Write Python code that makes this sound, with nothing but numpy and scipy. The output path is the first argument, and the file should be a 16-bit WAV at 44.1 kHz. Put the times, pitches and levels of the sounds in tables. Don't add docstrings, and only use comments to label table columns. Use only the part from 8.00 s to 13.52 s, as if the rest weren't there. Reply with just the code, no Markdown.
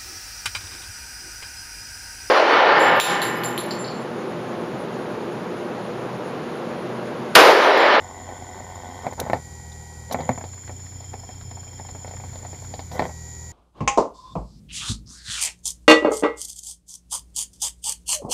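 import sys
import numpy as np
from scipy import signal
from scipy.fft import rfft, irfft, next_fast_len
from scipy.io import wavfile
from scipy.ndimage import uniform_filter1d, map_coordinates

SR = 44100
rng = np.random.default_rng(int(sys.argv[2]) if len(sys.argv) > 2 else 0)


def dump_mix(stems):
    frames = np.atleast_2d(stems).T
    limited = np.clip(frames, -1, 1)
    pcm = np.round(limited * 32767).astype(np.int16)
    wavfile.write(sys.argv[1], SR, pcm)


N = 243412
TIME = np.arange(N) / SR
FFT_SIZE = next_fast_len(N)
FREQ = np.maximum(np.fft.rfftfreq(FFT_SIZE, 1 / SR), 1)
ROCK_FROM_S, ROCK_TO_S, STILL_DB = 2.14, 4.81, -56
SETTLE_S = 0.0086

# time_s, speed_hz, hunting (0 steady to 1 full), kick_rate_hz
SHAFT_SPEED = [(0, 90, 1, 18.2), (1.07, 90, 1, 18.2), (1.2, 85, .7, 18), (1.42, 79.83, 0, 18),
               (2.09, 79.83, 0, 20), (2.36, 90, 1, 21), (4.78, 90, 1, 21.5), (4.9, 84, .3, 21),
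               (5.07, 79.83, 0, 21)]
# time_s, gain_db
CLOSENESS = [(0, -1.5), (.3, -0.5), (1.2, 2), (2.6, -1), (3.7, -3.5), (4.6, 3), (5.52, 1)]
# pitch_hz, width_hz, level_db
TABLE_MODES = [(122.5, 3.8, 0), (260.3, 7.7, 7), (501.3, 19.6, 21.5), (727, 20, 10.5), (1324, 24, 13.5),
               (1475, 23, 10), (1818, 57, 13.5), (2115, 5.1, -22), (2620, 80, -2), (3050, 24, -10),
               (3720, 54, -15), (4080, 120, -8)]
# pitch_hz, level_db
BLOW_COLOUR = [(25, -31.5), (100, 7.5), (300, 3), (720, 1.5), (1050, -0.5), (1400, -15.5), (2250, -3),
               (2800, -29), (4300, -27.5), (8000, -35), (15000, -39)]
# pitch_hz, level_db
METAL_COLOUR = [(1500, -6), (2600, -8), (4000, 3.5), (4800, -2.5), (5700, 5.5), (7400, -1.5), (8200, -10),
                (10000, -2), (12000, -5), (14200, 1), (15400, -22)]


def undb(db):
    return np.exp(np.asarray(db) * np.log(10) / 20)


def unit(x):
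    return x / np.sqrt(np.mean(x ** 2))


def curves(table):
    times_s, *columns = np.transpose(table)
    return [np.interp(TIME, times_s, column) for column in columns]


def noise():
    return rng.standard_normal(N)


def smooth(x, length_s):
    return uniform_filter1d(x, max(int(length_s * SR), 1))


def wander(rate_hz):
    hold = int(SR / rate_hz)
    steps = np.repeat(noise()[:N // hold + 1], hold)
    return unit(uniform_filter1d(uniform_filter1d(steps, hold), hold)[:N])


def colour(points):
    hz, db = np.transpose(points)
    return undb(np.interp(np.log(FREQ), np.log(hz), db))


def resonances(modes):
    peaks = (undb(db) / (1 + (2 * (FREQ - hz) / width) ** 2) for hz, width, db in modes)
    return np.sqrt(sum(peak ** 2 for peak in peaks))


def shape(x, gain):
    return unit(irfft(rfft(x, FFT_SIZE) * gain, FFT_SIZE)[:N])


def snap(gain):
    cepstrum = irfft(np.log(gain), FFT_SIZE)
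    cepstrum[FFT_SIZE // 2:] = 0
    pulse = irfft(np.exp(2 * rfft(cepstrum)), FFT_SIZE)[:SR // 4]
    return pulse / np.abs(pulse).max()


def ring_body(force, gain):
    return unit(signal.fftconvolve(force, snap(gain))[:N])


def burst(gain):
    coarse = gain[::32]
    return irfft(coarse * rfft(rng.standard_normal(2 * len(coarse) - 2)))


def fade(t, t60):
    return np.exp(-np.log(1000) * t / t60)


def trail(hits, decay_s):
    return signal.lfilter([1], [1, -np.exp(-1 / (decay_s * SR))], hits)


def swell(start_s, length_s, roundness=0.44):
    along = np.clip((TIME - start_s) / length_s, 0, 1)
    return (4 * along * (1 - along)) ** roundness


def add(out, start_s, sound):
    i = int(start_s * SR)
    out[i:i + len(sound)] += sound[:N - i]


def room(level_db=-50.5):
    room_colour = [(20, -69), (60, 10), (200, -4.5), (400, -7), (850, -65), (1300, -15), (2200, -25.5),
                   (2800, -25), (6000, -27.5), (9000, -25.5), (14400, -37), (15000, -62)]
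    return shape(noise(), colour(room_colour)) * undb(level_db)


def seating():
    # start_s, rotor_db, mains_db, buzz_db
    seats = [(0, -41, -75, -42), (1.14, -38.5, -46, -55.5), (2.2, -36.5, -44.5, -56), (5.01, -37, -46, -57)]
    starts_s, *columns = np.transpose(seats)
    seat = np.searchsorted(starts_s[1:], TIME)
    return [smooth(column[seat], SETTLE_S) for column in columns]


def shaking_db(coast_db_per_hz_s=-0.0068, near_share=0.28):
    slowing_hz_s = np.maximum(-np.gradient(curves(SHAFT_SPEED)[0]) * SR, 0)
    return coast_db_per_hz_s * smooth(slowing_hz_s, SETTLE_S) + near_share * curves(CLOSENESS)[0]


def is_rocking():
    return np.clip(np.minimum(TIME - ROCK_FROM_S, ROCK_TO_S - TIME) / SETTLE_S + .5, 0, 1)


def rocking_db(start_db=-58, rise_db_per_s=2.5):
    build_db = start_db + rise_db_per_s * (TIME - ROCK_FROM_S)
    return STILL_DB + is_rocking() * (build_db - STILL_DB)


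def chatter(scuffs_per_s=42, decay_s=0.024, gain_db=-5):
    face = colour(BLOW_COLOUR) * (1 + resonances(TABLE_MODES) / 2)
    rim = resonances([(1850, 1100, 0), (3900, 1500, -10)])
    out = 0
    for gain, db in [(face, 0), (rim, -7)]:
        starts = rng.random(N) < scuffs_per_s / 2 / SR
        strengths = undb(7 * rng.uniform(-1, 1, N))
        out = out + shape(noise(), gain) * trail(starts * strengths, decay_s) * undb(db)
    return out * undb(rocking_db() + gain_db) * is_rocking()


def rattles(t60=0.058, gain_db=1):
    # start_s, level_db, pitch_hz, metal_edge_db
    clicks = [(1.719, -42, 3600, 7), (2.41, -34, 1770, -21), (2.490, -42, 1080, -3),
              (2.533, -37, 1940, -13), (2.578, -40, 1910, -26), (2.635, -38.5, 1870, -14),
              (2.678, -32, 1830, -10), (2.795, -43, 1900, -11), (2.865, -40, 1920, -11),
              (2.921, -40, 1830, -16), (3.041, -39, 2200, -9), (3.134, -32, 1850, -14),
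              (3.309, -43, 2220, -9), (3.341, -43, 1100, -8), (3.411, -37, 1500, -5),
              (3.511, -40.5, 2070, -9), (3.631, -41, 1600, -14), (3.677, -41, 2250, -18),
              (3.731, -40, 1870, -17), (3.791, -38, 1850, -9), (3.843, -47, 1850, -18),
              (3.887, -38, 1960, -8), (4.076, -37.5, 1960, -15), (4.109, -45, 2230, -14),
              (4.143, -46, 2270, -13), (4.168, -34.5, 1850, -17), (4.200, -39, 2220, -20),
              (4.297, -42, 1960, -12), (4.386, -42.5, 2180, -8), (4.444, -40, 1900, -7),
              (4.545, -39, 2100, -7), (4.588, -43, 2270, -18), (4.644, -36, 1520, -9)]
    out, t = np.zeros(N), TIME[:SR // 8]
    hollow = resonances([(900, 600, -1)]) + undb(-6) * colour(BLOW_COLOUR)
    edge = resonances([(3900, 1500, 0)])
    for start_s, level_db, pitch_hz, edge_db in clicks:
        gain = resonances([(pitch_hz, 420, 2)]) + hollow + undb(edge_db) * edge
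        ring = burst(gain)[:len(t)] * fade(t, t60)
        add(out, start_s, undb(level_db + gain_db) * ring / np.abs(ring).max())
    return out


def ticks(t60=0.02, rise_s=0.002, tail_db=-26, tail_t60=0.12):
    # start_s, level_db, hold_s
    metal_snaps = [(1.132, -45.5, 0.0027), (1.2, -22, 0.0013), (2.123, -33.5, 0.012), (4.917, -50.5, 0.047)]
    out, t = np.zeros(N), TIME[:SR // 4]
    for start_s, level_db, hold_s in metal_snaps:
        after = np.maximum(t - hold_s, 0)
        envelope = (1 - fade(t, rise_s)) * (fade(after, t60) + undb(tail_db) * fade(after, tail_t60))
        metal = shape(noise(), colour(METAL_COLOUR))[:len(t)]
        add(out, start_s, undb(level_db) * metal * envelope)
    return out


def judders(turns, width_hz=420, grip=0.12, body_db=-9):
    # start_s, length_s, level_db, pitch_hz
    catches = [(1.034, 0.059, -33, 674), (1.177, 0.019, -34.5, 790), (1.212, 0.011, -25.5, 620),
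               (1.263, 0.024, -28, 676), (1.341, 0.03, -32, 720), (2.109, 0.029, -29, 735),
               (2.193, 0.034, -32, 560), (4.947, 0.023, -35.5, 655), (5.001, 0.024, -27, 470),
               (5.069, 0.043, -45, 786)]
    slips = noise() * np.exp(grip * np.cos(2 * np.pi * turns))
    body, out = undb(body_db) * colour(BLOW_COLOUR), 0
    for start_s, length_s, level_db, pitch_hz in catches:
        note = resonances([(pitch_hz, width_hz, 0)])
        groan = shape(slips, note + body * resonances([(pitch_hz, 6 * width_hz, -6)]))
        arch = swell(start_s, length_s)
        out = out + undb(level_db) * arch * groan / np.std(groan[arch > 0])
    return out


def sliding(jerk_db=2, jerk_hz=45):
    # start_s, length_s, scrape_db, drumming_db
    slides = [(1.167, 0.24, -43, -36), (2.089, 0.28, -40.5, -38), (4.91, 0.19, -39, -37.5)]
    gains = sum(np.outer(undb(levels_db), swell(start_s, length_s))
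                for start_s, length_s, *levels_db in slides)
    return gains * undb(jerk_db * wander(jerk_hz))


def buzz(turns, gain_db=1, tap_s=0.0025, scatter_db=1.2, rub_db=-2, chirp_db=-24, rasp_db=-25):
    # time_s, gain_db
    pressure = [(0, 1), (.105, 1.5), (.12, -1.5), (.19, 1.5), (.23, -1), (.31, 2.5), (.435, -.5),
                (.62, 1.5), (.696, -1), (.744, 1), (.99, .5)]
    # pitch_hz, level_db
    buzz_colour = [(120, -29), (200, 2), (263, -1), (308, -6), (385, 4), (437, -5.5), (473, -12), (580, -1),
                   (840, 4.5), (1070, -1), (1390, -24), (1490, -5.5), (1700, -21.5), (1990, -1),
                   (2470, -28.5), (3000, -20.5), (3900, -18), (6600, -120)]
    # pitch_hz, width_hz, level_db
    rim_modes = [(3200, 77, -2.5), (3460, 49, -11), (3920, 87, -21), (4250, 230, -15)]
    drum_modes = [(156.5, 28, 5), (235, 40, -3), (514, 51, -0.5)]
    _, _, seat_db = seating()
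    press_db, = curves(pressure)
    angle = turns + .055 * wander(150)
    taps = np.diff(np.floor(angle), prepend=0) * undb(scatter_db * noise())
    grazes = trail(taps, tap_s) * noise()
    rub = noise() * np.exp(0.13 * np.cos(2 * np.pi * (angle - 1 / 6)))
    contact = unit(taps) / 2 + unit(grazes) + undb(rub_db) * unit(rub)
    table = ring_body(contact, colour(buzz_colour) * (1 + 0.47 * resonances(TABLE_MODES)))
    rim = ring_body(contact, resonances(rim_modes)) * undb(chirp_db)
    scrape, drumming = sliding()
    drum = shape(noise(), resonances(drum_modes)) * drumming
    rasp = shape(noise(), colour(METAL_COLOUR)) * scrape * undb(rasp_db)
    strength = np.hypot(undb(seat_db + press_db + shaking_db()), scrape) * undb(gain_db)
    return (table + rim) * strength + drum + rasp


def knocks(contact_s=0.003, ring_db=-13, bounce_db=-12, tail_db=-22, thump_db=-16, edge_db=-40.5):
    # start_s, level_db, landing (about -1 flat on its face to 1 on its rim)
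    hits = [(0.287, -24, -0.072), (0.602, -26.5, -0.34), (1.064, -12.5, -0.047), (1.122, -23, -0.061),
            (1.1925, -17, -0.29), (1.226, -28, -0.12), (1.255, -39, -0.21), (1.296, -10.5, 0.12),
            (1.330, -4.5, 0.19), (1.365, -28, 0.23), (2.109, -22, 0.95), (2.1422, -9.5, -0.48),
            (2.186, -21, -0.52), (2.202, -19, 0.56), (2.289, -6, -1.06), (2.374, -22, -0.087),
            (2.409, -25, -0.21), (2.437, -23.5, 0.58), (2.692, -24.5, -0.048), (3.003, -35.5, 0.68),
            (3.137, -23.5, -0.2), (3.189, -41, -0.083), (3.232, -34.5, -0.14), (3.288, -28.5, 0.04),
            (3.510, -33, -0.00044), (3.542, -50, 0), (3.568, -31, -0.5), (3.666, -36.5, -0.28),
            (3.774, -48, 0.56), (3.795, -26.5, -0.093), (3.847, -32.5, -0.33), (3.887, -31.5, 0.48),
            (3.947, -27, -0.46), (4.009, -42, 0), (4.044, -23.5, -0.21), (4.075, -26.5, 0.54),
            (4.108, -30, 0.19), (4.135, -27.5, -0.45), (4.197, -30, -0.11), (4.235, -29, -0.5),
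            (4.329, -36, 0.64), (4.353, -30, 0.69), (4.426, -34, 0.09), (4.447, -28.5, 0.31),
            (4.484, -42, 0), (4.528, -28, 0.37), (4.619, -35, -0.064), (4.736, -22.5, 0.76),
            (4.790, -22, 0.66), (4.912, -29, 0.84), (4.9895, -28, 1), (4.992, -6, 0.37), (4.999, -19, -1.3),
            (5.019, -12.5, 0.36), (5.0505, -17.5, 0.09), (5.091, -26.5, -0.075), (5.106, -35, 0.1)]
    out, t = np.zeros(N), TIME[:SR // 4]
    blow = snap(colour(BLOW_COLOUR) * (0.5 + resonances([(760, 260, 3)])))
    low_notes = np.sin(2 * np.pi * 122 * t) + np.sin(2 * np.pi * 255 * t)
    thump = low_notes * fade(t, t60=0.096) * (1 - fade(t, t60=0.064))
    edge_band = signal.butter(2, [3300, 4900], "band", fs=SR, output="sos")
    modes = np.array([undb(db) * width * np.exp(-np.pi * width * t) * np.sin(2 * np.pi * hz * t)
                      for hz, width, db in TABLE_MODES])
    for start_s, level_db, landing in hits:
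        ring = (undb(2 * rng.standard_normal(len(modes))) * rng.choice([-1, 1], len(modes))) @ modes
        edge = unit(signal.sosfilt(edge_band, rng.standard_normal(len(t)))) * fade(t, t60=0.079)
        scatter = unit(signal.fftconvolve(rng.standard_normal(len(t)), blow)[:len(t)])
        lightness_db = -20 - level_db
        bounces = undb(bounce_db + 0.33 * lightness_db) * fade(t, t60=0.075)
        tail = undb(tail_db + 0.1 * lightness_db) * fade(t, t60=0.15)
        after = scatter * (bounces + tail) * (1 - fade(t, t60=0.004))
        sound = blow + undb(ring_db) * ring / np.abs(ring).max() + after
        sound /= np.abs(sound).max()
        sound += undb(thump_db - 10.5 * landing) * thump
        sound += undb(edge_db + 29.5 * landing + 0.21 * lightness_db) * edge
        add(out, start_s + contact_s, undb(level_db) * sound)
    return out


def shaft(speed_hz, hunting, kick_hz, depth=0.012, unsteady=0.0392):
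    cycle = np.cumsum(kick_hz * (1 + unsteady * wander(1.7))) / SR
    kick = signal.sawtooth(2 * np.pi * cycle, 1 / 4)
    drift = (.0001 + .0008 * hunting) * wander(10)
    return np.cumsum(speed_hz * (1 + depth * hunting * kick + drift)) / SR


def roughness(turns, spread_db, count=640, repeat_turns=32, size=2 ** 16):
    spectrum = np.zeros(size // 2 + 1, complex)
    step = 200 * repeat_turns // count
    places = step * np.arange(1, count + 1) + rng.integers(0, step, count)
    strengths = undb(spread_db * rng.uniform(-1.1, 1, count))
    spectrum[places] = strengths * np.exp(2j * np.pi * rng.random(count))
    position = turns / repeat_turns * size % size
    return unit(map_coordinates(irfft(spectrum), [position], order=3, mode="grid-wrap"))


def drone(turns, level_db=-54):
    # pitch_hz, level_db
    drone_colour = [(200, 10), (280, -14), (390, 12.5), (440, 2), (510, 8.5), (600, -1), (680, -15),
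                    (830, -13), (960, 6), (1150, -16), (1600, -18), (2000, -9), (2400, 0.5), (2700, -56)]
    bumps = roughness(turns, spread_db=6, count=400, repeat_turns=2)
    return shape(bumps, colour(drone_colour)) * undb(level_db)


def hum(turns, hunting, mains_hum_hz=120, rumble_db=-52, throb_depth=0.18, wobble_db=1.5):
    # cycles_per_turn, level_db
    rotor_tones = [(.5, -44.5), (1, 4), (2, -16.5), (3, -16.5), (4, -30)]
    rotor_db, mains_db, _ = seating()
    mains_cycles = mains_hum_hz * TIME
    swing = sum(undb(db) * np.cos(2 * np.pi * per_turn * turns) for per_turn, db in rotor_tones)
    rotor = unit(swing) * undb(rotor_db - 5)
    mains = unit(np.cos(2 * np.pi * mains_cycles)) * undb(mains_db - 3)
    beat = np.minimum(2 * undb(mains_db - rotor_db), 1) * np.cos(2 * np.pi * (mains_cycles - turns))
    throb = np.exp(throb_depth * (1 + wander(40)) * beat)
    wobble = undb(wobble_db * hunting * wander(24) + shaking_db())
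    rumble_colour = [(20, -15), (45, 4), (100, 3.5), (160, 3), (205, -16), (260, -1), (300, -35),
                     (450, -39.5)]
    unrest_db = rocking_db() - STILL_DB + 5 * (hunting - 0.5)
    rumble = shape(noise(), colour(rumble_colour)) * undb(rumble_db + unrest_db)
    return (rotor + mains + rumble) * throb * wobble


def ball_tones(turns, hunting, slip_cycles=0.13, flicker_db=3, surge_db_per_hz=-1.7):
    # cycles_per_turn, level_db (at 3.5 s), rise_db_per_s
    passing_tones = [(35.82, 3.5, 0.5), (47.1, -1, 0), (58.3, 7, -.5), (59.03, 6.5, -0.5), (61.1, 9.5, 0),
                     (109.4, 7, -3), (138, 3, -2), (159, 5, -2)]
    # time_s, level_db
    loudness = [(0, -65), (2.3, -62), (3.1, -56), (3.8, -55.5), (4.2, -58), (4.4, -63), (4.87, -62),
                (5.05, -61)]
    # pitch_hz, width_hz, level_db
    flange_modes = [(3157, 130, 4.5), (4350, 95, -2.5), (5240, 80, 3.5), (5430, 160, -2), (4800, 2500, -19),
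                    (9880, 180, -10.5), (12300, 400, -13), (14300, 400, -18)]
    level_db, = curves(loudness)
    surge_hz = np.gradient(turns) * SR - curves(SHAFT_SPEED)[0]
    tones = 0
    for per_turn, db, rise_db_per_s in passing_tones:
        strength = undb(db + rise_db_per_s * (TIME - 3.5) + flicker_db * wander(70))
        tones = tones + strength * np.sin(2 * np.pi * (per_turn * turns + slip_cycles * wander(70)))
    pulsing = tones * np.sqrt(hunting) * undb(surge_db_per_hz * surge_hz)
    return shape(pulsing, resonances(flange_modes)) * undb(level_db)


def held_tones(turns, hunting, held_speed_hz=79.83):
    # pitch_hz, first_hold_db, second_hold_db
    steady_tones = [(159.7, -56, -54.5), (388, -68.5, -74), (485, -63, -71.5), (798.3, -59, -65),
                    (830, -60, -71), (946, -61.5, -62), (1916, -54, -54.5), (3149, -70, -73),
                    (3833, -76, -71), (4479, -72, -70), (4825, -71, -65), (5173, -66, -72),
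                    (5448, -76, -66), (5518, -75, -63), (5746, -70, -66), (6153, -75, -62),
                    (6250, -69, -72), (6498, -71, -63), (6595, -69, -60), (6778, -72, -61),
                    (6939, -68, -52), (7036, -59, -64), (7187, -61, -62), (7284, -58, -55),
                    (7424, -69, -70), (7628, -75, -66), (8193, -75, -77), (8301, -72, -75),
                    (9577, -67, -66), (10218, -77, -74), (11493, -76, -75), (12134, -84, -75),
                    (13410, -74, -73)]
    hold = (TIME > 4).astype(int)
    tones = sum(undb(levels_db)[hold] * np.sin(2 * np.pi * (hz / held_speed_hz * turns + rng.random()))
                for hz, *levels_db in steady_tones)
    return np.sqrt(2) * tones * (1 - hunting) ** 4


def bearing(turns, hunting, hub_gain_db=0.5, broad_db=-56, hiss_db=-12, flutter_db=0.7, spread_db=11):
    # time_s, level_db
    whine_levels = [(0.0, -47.5), (0.25, -47), (0.8, -49.5), (2.05, -52), (2.25, -43), (2.65, -43.5),
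                    (3.5, -47), (3.8, -44.5), (4.76, -44), (4.87, -49.5), (5.12, -51.5), (5.33, -45.5),
                    (5.52, -49)]
    # pitch_hz, width_hz, level_db
    hub_modes = [(7000, 210, 8.5), (6670, 140, -6), (7280, 150, -2.5), (3420, 230, -13.5),
                 (4300, 110, -12.5), (4660, 110, -17), (9840, 116, -10.5), (12100, 510, -26),
                 (13200, 650, -30), (14140, 300, -27)]
    # pitch_hz, level_db
    broad_colour = [(900, -30), (2300, -15.5), (2750, -36), (3500, -19), (4700, -13.5), (6500, -12),
                    (7600, -10), (8300, -38), (9400, -16.5), (11000, -30.5), (14400, -22.5), (15000, -52)]
    whine_db, = curves(whine_levels)
    near_db, = curves(CLOSENESS)
    rolling = roughness(turns, spread_db) + undb(hiss_db) * noise()
    flutter = undb(flutter_db * hunting * wander(60))
    hub = shape(rolling * flutter, resonances(hub_modes)) * undb(whine_db + hub_gain_db)
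    broad = roughness(turns, spread_db) + undb(hiss_db) * noise()
    return hub + shape(broad, colour(broad_colour)) * undb(near_db + broad_db)


def scene():
    speed_hz, hunting, kick_hz = curves(SHAFT_SPEED)
    turns = shaft(speed_hz, hunting, kick_hz)
    whine = bearing(turns, hunting) + ball_tones(turns, hunting) + held_tones(turns, hunting)
    motor = whine + hum(turns, hunting) + drone(turns)
    background = room()
    base = buzz(turns) + judders(turns) + chatter() + rattles() + ticks() + knocks()
    return (motor + base + background)[None]


def record(dry):
    return signal.sosfilt(signal.ellip(10, .2, 80, 15150, fs=SR, output="sos"), dry)


dry = scene()
out = record(dry)
dump_mix(out)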